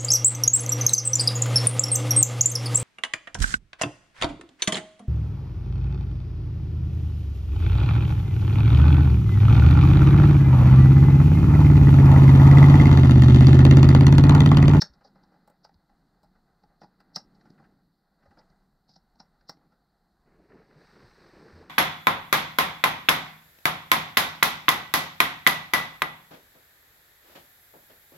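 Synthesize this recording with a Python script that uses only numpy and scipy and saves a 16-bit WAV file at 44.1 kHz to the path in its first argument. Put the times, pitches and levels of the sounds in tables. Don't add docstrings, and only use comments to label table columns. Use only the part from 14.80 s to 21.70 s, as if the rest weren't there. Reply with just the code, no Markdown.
import sys
import numpy as np
from scipy import signal
from scipy.fft import rfft, irfft, next_fast_len
from scipy.io import wavfile
from scipy.ndimage import map_coordinates

SR = 44100
rng = np.random.default_rng(int(sys.argv[2]) if len(sys.argv) > 2 else 0)


def wav_record(signal):
    frames = np.transpose(np.atleast_2d(signal))
    bounded = np.clip(frames, -1, 1)
    quanta = np.round(bounded * 32767).astype(np.int16)
    wavfile.write(sys.argv[1], SR, quanta)


N = 304171


def amp(db):
    return 10 ** (np.asarray(db) / 20)


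def unit(x):
    return x / np.sqrt(np.mean(x ** 2) + 1e-20)


def along(points, hz):
    freqs, values = np.transpose(points)
    return np.interp(np.log(hz + 1), np.log(freqs + 1), values)


def curves(rows):
    times, *columns = np.transpose(rows)
    return [np.interp(np.arange(N) / SR, times, column) for column in columns]


def filtered(x, response):
    size = next_fast_len(x.shape[-1] + 8192)
    return irfft(rfft(x, size) * response(np.fft.rfftfreq(size, 1 / SR)), size)[..., :x.shape[-1]]


def resonances(modes):
    return lambda f: sum((-1) ** k * amp(db) * 1j * f * width / (hz * hz - f * f + 1j * f * width)
                         for k, (hz, width, db) in enumerate(modes))


def colour(points):
    return lambda f: amp(along(points, f))


def uneven_noise(response, flutter_db, rate_hz):
    noise = rng.standard_normal(N)
    knots = rng.standard_normal(int(N * rate_hz / SR) + 4)
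    flutter = map_coordinates(knots, [np.arange(N) * rate_hz / SR])
    return unit(filtered(noise * amp(flutter_db * flutter), response))


# frequency in Hz, relative level in dB.
HUM_EQ = [(12, -30), (20, 2.5), (43, 0.5), (111, -16.5), (136, -10), (190, -5), (251, -14.5), (408, -17.5),
          (527, -34), (716, -12), (794, -19), (1620, -23.5), (2380, -42.5), (4290, -41), (9000, -42),
          (11700, -67.5), (19800, -120)]


def workshop():
    return amp(-71) * uneven_noise(colour(HUM_EQ), flutter_db=-2, rate_hz=3.4)


# start in seconds, level in dB, pitch in Hz, seconds to fall 60 dB.
BUMPS = [(0.098, -49, 61.6, 0.13), (0.955, -50.5, 78.6, 0.082), (2.698, -72, 126, 0.19),
         (3.479, -53, 85, 0.14), (5.962, -43, 149, 0.087), (6.244, -44.5, 114, 0.088),
         (6.731, -46, 84.6, 0.38)]


def mount_bumps():
    out, t = np.zeros(N + SR), np.arange(SR // 2) / SR
    attack = 1 - np.exp(-t / 0.0034)
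    for start, db, hz, t60 in BUMPS:
        out[round(start * SR):][:len(t)] += amp(db - 60 * t / t60) * attack * np.sin(2 * np.pi * hz * t)
    return out[:N]


# time in seconds, level in dB.
WEAVE_LEVELS = [(5.4, -98.5), (5.75, -80), (5.9, -79), (6.04, -71), (6.79, -68.5), (6.897, -74)]
# start in seconds, length in seconds, drag level in dB.
SLEEVE_PULLS = [(5.454, 0.2, -65), (5.68, 0.14, -56.5), (5.88, .14, -58.5), (6.114, 0.14, -59.5),
                (6.361, 0.128, -58), (6.516, 0.18, -54.5), (6.704, 0.22, -54.5)]
# frequency in Hz, relative level in dB.
DRAG_EQ = [(29, -34), (50, -4), (119, -9), (157, 2), (243, -3.5), (414, -0.5), (668, -11.5), (1200, -22.5),
           (1560, -42), (2640, -120)]
CREASE_EQ = [(470, -33.5), (800, -5), (860, -7), (1790, -5), (3000, -21.5), (3900, -52.5), (6600, -120)]
WEAVE_EQ = [(1880, -35), (3200, -14), (4040, -1.5), (4610, -1), (5970, -10.5), (7000, -23), (8160, -15.5),
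            (10900, -33), (12600, -24.5), (15600, -29.5)]


def sleeve(rise_s=0.022, fall_s=0.04, slack_db=-8):
    t = np.arange(N) / SR

    def swell(start, length):
        return np.clip(np.minimum((t - start) / rise_s, 1 + (start + length - t) / fall_s), 0, 1)

    drag = np.zeros(N)
    for start, length, db in SLEEVE_PULLS:
        slack = amp(slack_db) * swell(start, length + 0.1)
        drag = np.maximum(drag, amp(db) * np.maximum(swell(start, length), slack))
    hiss = amp(curves(WEAVE_LEVELS)[0]) * (t > WEAVE_LEVELS[0][0])
    crackle = np.hypot(amp(-10.5) * drag, amp(6) * hiss)
    return (drag * uneven_noise(colour(DRAG_EQ), flutter_db=2.5, rate_hz=60)
            + crackle * uneven_noise(colour(CREASE_EQ), flutter_db=2, rate_hz=140)
            + hiss * uneven_noise(colour(WEAVE_EQ), flutter_db=0.4, rate_hz=31))


# pitch in Hz, width in Hz, relative level in dB.
CASE_MODES = [(170, 42, 2.5), (310, 230, -10)]
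SHELL_MODES = [(380, 80, -5), (520, 230, -0.5), (818.5, 92, 5.5), (953, 160, -3), (1393, 310, -1.5),
               (1640, 110, 1), (1820, 520, -5), (2077, 120, -3.5)]
# time in seconds, pressing level in dB, sliding level in dB.
RUB_LEVELS = [(0.07, -66, -72.5), (0.56, -68.5, -72), (0.8, -72.5, -77), (1.9, -74, -77),
              (2.27, -67.5, -74), (2.8, -60, -72), (3.17, -76.5, -80.5), (3.41, -76, -77.5),
              (3.61, -77, -70), (3.88, -77, -81), (4.6, -75, -75), (4.84, -66.5, -76.5), (5.16, -81.5, -80)]


def fingers():
    press_db, slide_db = curves(RUB_LEVELS)
    hiss_band_db = -85.5 + 0.4 * (slide_db - slide_db.mean())
    dull_shell = lambda f: resonances(SHELL_MODES)(f) / (1 + (f / 2300) ** 4)
    hiss_band = lambda f: resonances([(4300, 1500, 0)])(f) ** 3
    return (amp(press_db) * uneven_noise(resonances(CASE_MODES), flutter_db=1.5, rate_hz=27)
            + amp(slide_db) * uneven_noise(dull_shell, flutter_db=2.4, rate_hz=24)
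            + amp(hiss_band_db) * uneven_noise(hiss_band, flutter_db=0.34, rate_hz=29))


# frequency in Hz, seconds to fall 60 dB.
HOLLOW_DECAY = [(200, .2), (1000, 0.18), (5000, 0.13), (12000, 0.12)]


def hollow(x, wet_db=-9.5):
    hz, t, spectra = signal.stft(rng.standard_normal(len(x)), SR, nperseg=128)
    decay = amp(-60 * t / along(HOLLOW_DECAY, hz)[:, None])
    tail = signal.istft(spectra * decay, SR, nperseg=128)[1]
    return x + amp(wet_db) * signal.fftconvolve(x, tail / np.linalg.norm(tail))[:len(x)]


def contact(start, decay_ms, parts, swell_db):
    lead = SR // 20
    t = (np.arange(SR // 3) - lead) / SR
    age = np.maximum(t, 0) * 1000 / decay_ms
    pushes = np.tile(np.minimum(3 * age, 1) * np.exp(-age), (len(parts), 1))
    pushes[0] += amp(swell_db + 1800 * np.minimum(t, 0)) * (t < 0)
    grit = amp(rng.normal(0, 2.5, len(t) // 64 + 1)).repeat(64)[:len(t)]
    sound = np.zeros(len(t))
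    for push, (response, peak_db) in zip(pushes, parts):
        ring = filtered(push * grit * rng.standard_normal(len(t)), response)
        sound += amp(peak_db) * ring / np.abs(signal.hilbert(ring)).max()
    return np.pad(hollow(sound), (round(start * SR), N))[lead:lead + N]


def struck(modes, pitch_hz, db_per_octave, band_hz):
    weighted = [(hz, width, db - db_per_octave * abs(np.log2(hz / pitch_hz))) for hz, width, db in modes]
    return lambda f: resonances(weighted)(f) * resonances([(*band_hz, 0)])(f) ** 2


# frequency in Hz, relative level in dB.
CRACK_EQ = [(1500, -40.5), (2100, -8), (3200, -9.5), (5500, -19), (7000, -6.5), (8300, -2), (11200, -15.5),
            (12600, -5.5), (15600, -9)]
# start in seconds, peak level in dB, decay in milliseconds.
EDGE_HITS = [(0.0175, -37.5, 3), (0.675, -60, 5.6), (0.6974, -61, 6), (0.846, -64.5, 4.8), (1.429, -63, 9),
             (2.2014, -67.5, 6), (2.3585, -39.5, 5), (4.6922, -48, 6)]


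def edge_cracks():
    return sum(contact(start, ms, [(colour(CRACK_EQ), db)], swell_db=-39.5)
               for start, db, ms in EDGE_HITS)


# pitch in Hz, width in Hz, relative level in dB.
LATCH_MODES = [(4090, 410, 2.5), (4420, 67, -5), (4484, 200, -2), (5080, 250, -4.5), (5514, 180, -2),
               (5977, 150, -5.5), (6200, 300, -10.5)]


def latch(db):
    pitch_hz = np.interp(db, [-60, -38.5], [4870, 5300])
    return struck(LATCH_MODES, pitch_hz, db_per_octave=31.5, band_hz=(4900, 2400))


def latch_chatter(start_s=4.107, gap_s=0.025, peak_db=-56):
    return sum(contact(start, decay_ms=14, parts=[(latch(peak_db), peak_db)], swell_db=-16.5)
               for start in (start_s, start_s + gap_s))


# start in seconds, shell peak in dB, shell pitch in Hz.
PLUG_SCUFFS = [(0.207, -55.5, 718), (0.351, -53, 401), (0.516, -56.5, 407), (0.537, -58, 423),
               (1.091, -60, 794), (1.549, -60.5, 840), (2.651, -52.5, 860), (2.775, -57.5, 1640),
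               (2.838, -58.5, 1800), (2.793, -54.5, 462), (2.82, -58, 401), (3.423, -58.5, 787),
               (3.453, -53, 466), (3.506, -54, 760), (3.569, -52, 725), (3.609, -62.5, 1810),
               (4.917, -58, 890), (5.465, -66.5, 397), (5.693, -60, 415)]


def scuffs():
    out = np.zeros(N)
    for start, db, hz in PLUG_SCUFFS:
        shell = struck(SHELL_MODES, hz, db_per_octave=5.5, band_hz=(1200, 2800))
        parts = [(latch(db), db - 17.5), (shell, db), (resonances(CASE_MODES), db - 2.5)]
        out += contact(start, decay_ms=14, parts=parts, swell_db=-16.5)
    return out


# start in seconds, latch peak in dB, shell peak in dB, case peak in dB,
# shell pitch in Hz, decay of the push in milliseconds.
LATCH_SNAPS = [(0.0174, -12.5, -25.5, -41.5, 1310, 2.7), (0.0254, -32, -49.5, -39.5, 503, 2.3),
               (0.1351, -55, -65, -74, 1530, 6.2), (0.245, -52, -48.5, -69, 615, 14),
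               (0.274, -58, -54.5, -60, 786, 5.8), (0.4331, -59, -55.5, -65.5, 797, 6.1),
               (0.675, -64.5, -50, -58.5, 631, 5.6), (0.6977, -69, -53.5, -58, 638, 5),
               (0.846, -46, -43, -74, 858, 4.8), (0.8924, -68, -51.5, -76.5, 786, 2.2),
               (0.9404, -59, -67, -69, 715, 3.8), (1.428, -63.5, -56.5, -61, 650, 14.6),
               (1.8342, -62.5, -51, -55.5, 789, 5.6), (2.0143, -55, -41, -48.5, 782, 6.4),
               (2.0288, -55.5, -45, -46.5, 722, 14.2), (2.2013, -60.5, -52.5, -59, 1590, 7.5),
               (2.3587, -19.5, -34.5, -48, 800, 4.6), (2.3655, -31, -32, -39, 1230, 3.6),
               (2.5494, -66, -64, -74, 710, 6.3), (2.6095, -65, -60, -64, 1500, 4.2),
               (2.7021, -58, -65, -43.5, 460, 2.8), (3.5864, -55, -53.5, -71, 705, 7.1),
               (3.6998, -65, -70, -63.5, 735, 4.4), (4.087, -53, -59, -56, 818, 12),
               (4.1597, -50.5, -51, -57.5, 754, 5), (4.3549, -66.5, -60.5, -64, 805, 5.9),
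               (4.3988, -43, -43.5, -51, 819, 5.7), (4.6087, -69, -62, -72, 1570, 3.8),
               (4.6927, -32, -35, -42, 1210, 5.33), (4.7697, -71, -61, -56.5, 468, 3.2),
               (6.8243, -64.5, -48.5, -63.5, 500, 3.2)]


def snaps():
    out = np.zeros(N)
    for start, latch_db, shell_db, case_db, hz, ms in LATCH_SNAPS:
        db_per_octave = np.clip(-0.55 * shell_db - 16.5, 0, 30)
        shell = struck(SHELL_MODES, hz, db_per_octave, band_hz=(1000, 2600))
        parts = [(latch(latch_db), latch_db), (shell, shell_db), (resonances(CASE_MODES), case_db)]
        out += contact(start, ms, parts, swell_db=-10)
    return out


# frequency in Hz, left over right in dB.
TREBLE_TILT = [(3000, 0), (8000, 0.5), (12000, 8)]


def scene():
    clicks = snaps() + scuffs() + latch_chatter() + edge_cracks()
    tilted = filtered(clicks, lambda f: amp(np.outer([0.5, -0.5], along(TREBLE_TILT, f))))
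    return tilted + fingers() + mount_bumps() + sleeve() + workshop()


# frequency in Hz, relative level in dB.
HISS_EQ = [(2000, -16), (5000, -18), (6500, -9), (11200, -3), (12600, 2.5), (15700, -4.5)]
TOP_HZ = 15750


def record(dry):
    hiss = amp(-89) * unit(filtered(rng.standard_normal((2, N)), colour([(300, -69)] + HISS_EQ)))
    return filtered(dry + hiss, lambda hz: hz < TOP_HZ)


dry = scene()
out = record(dry)
wav_record(out)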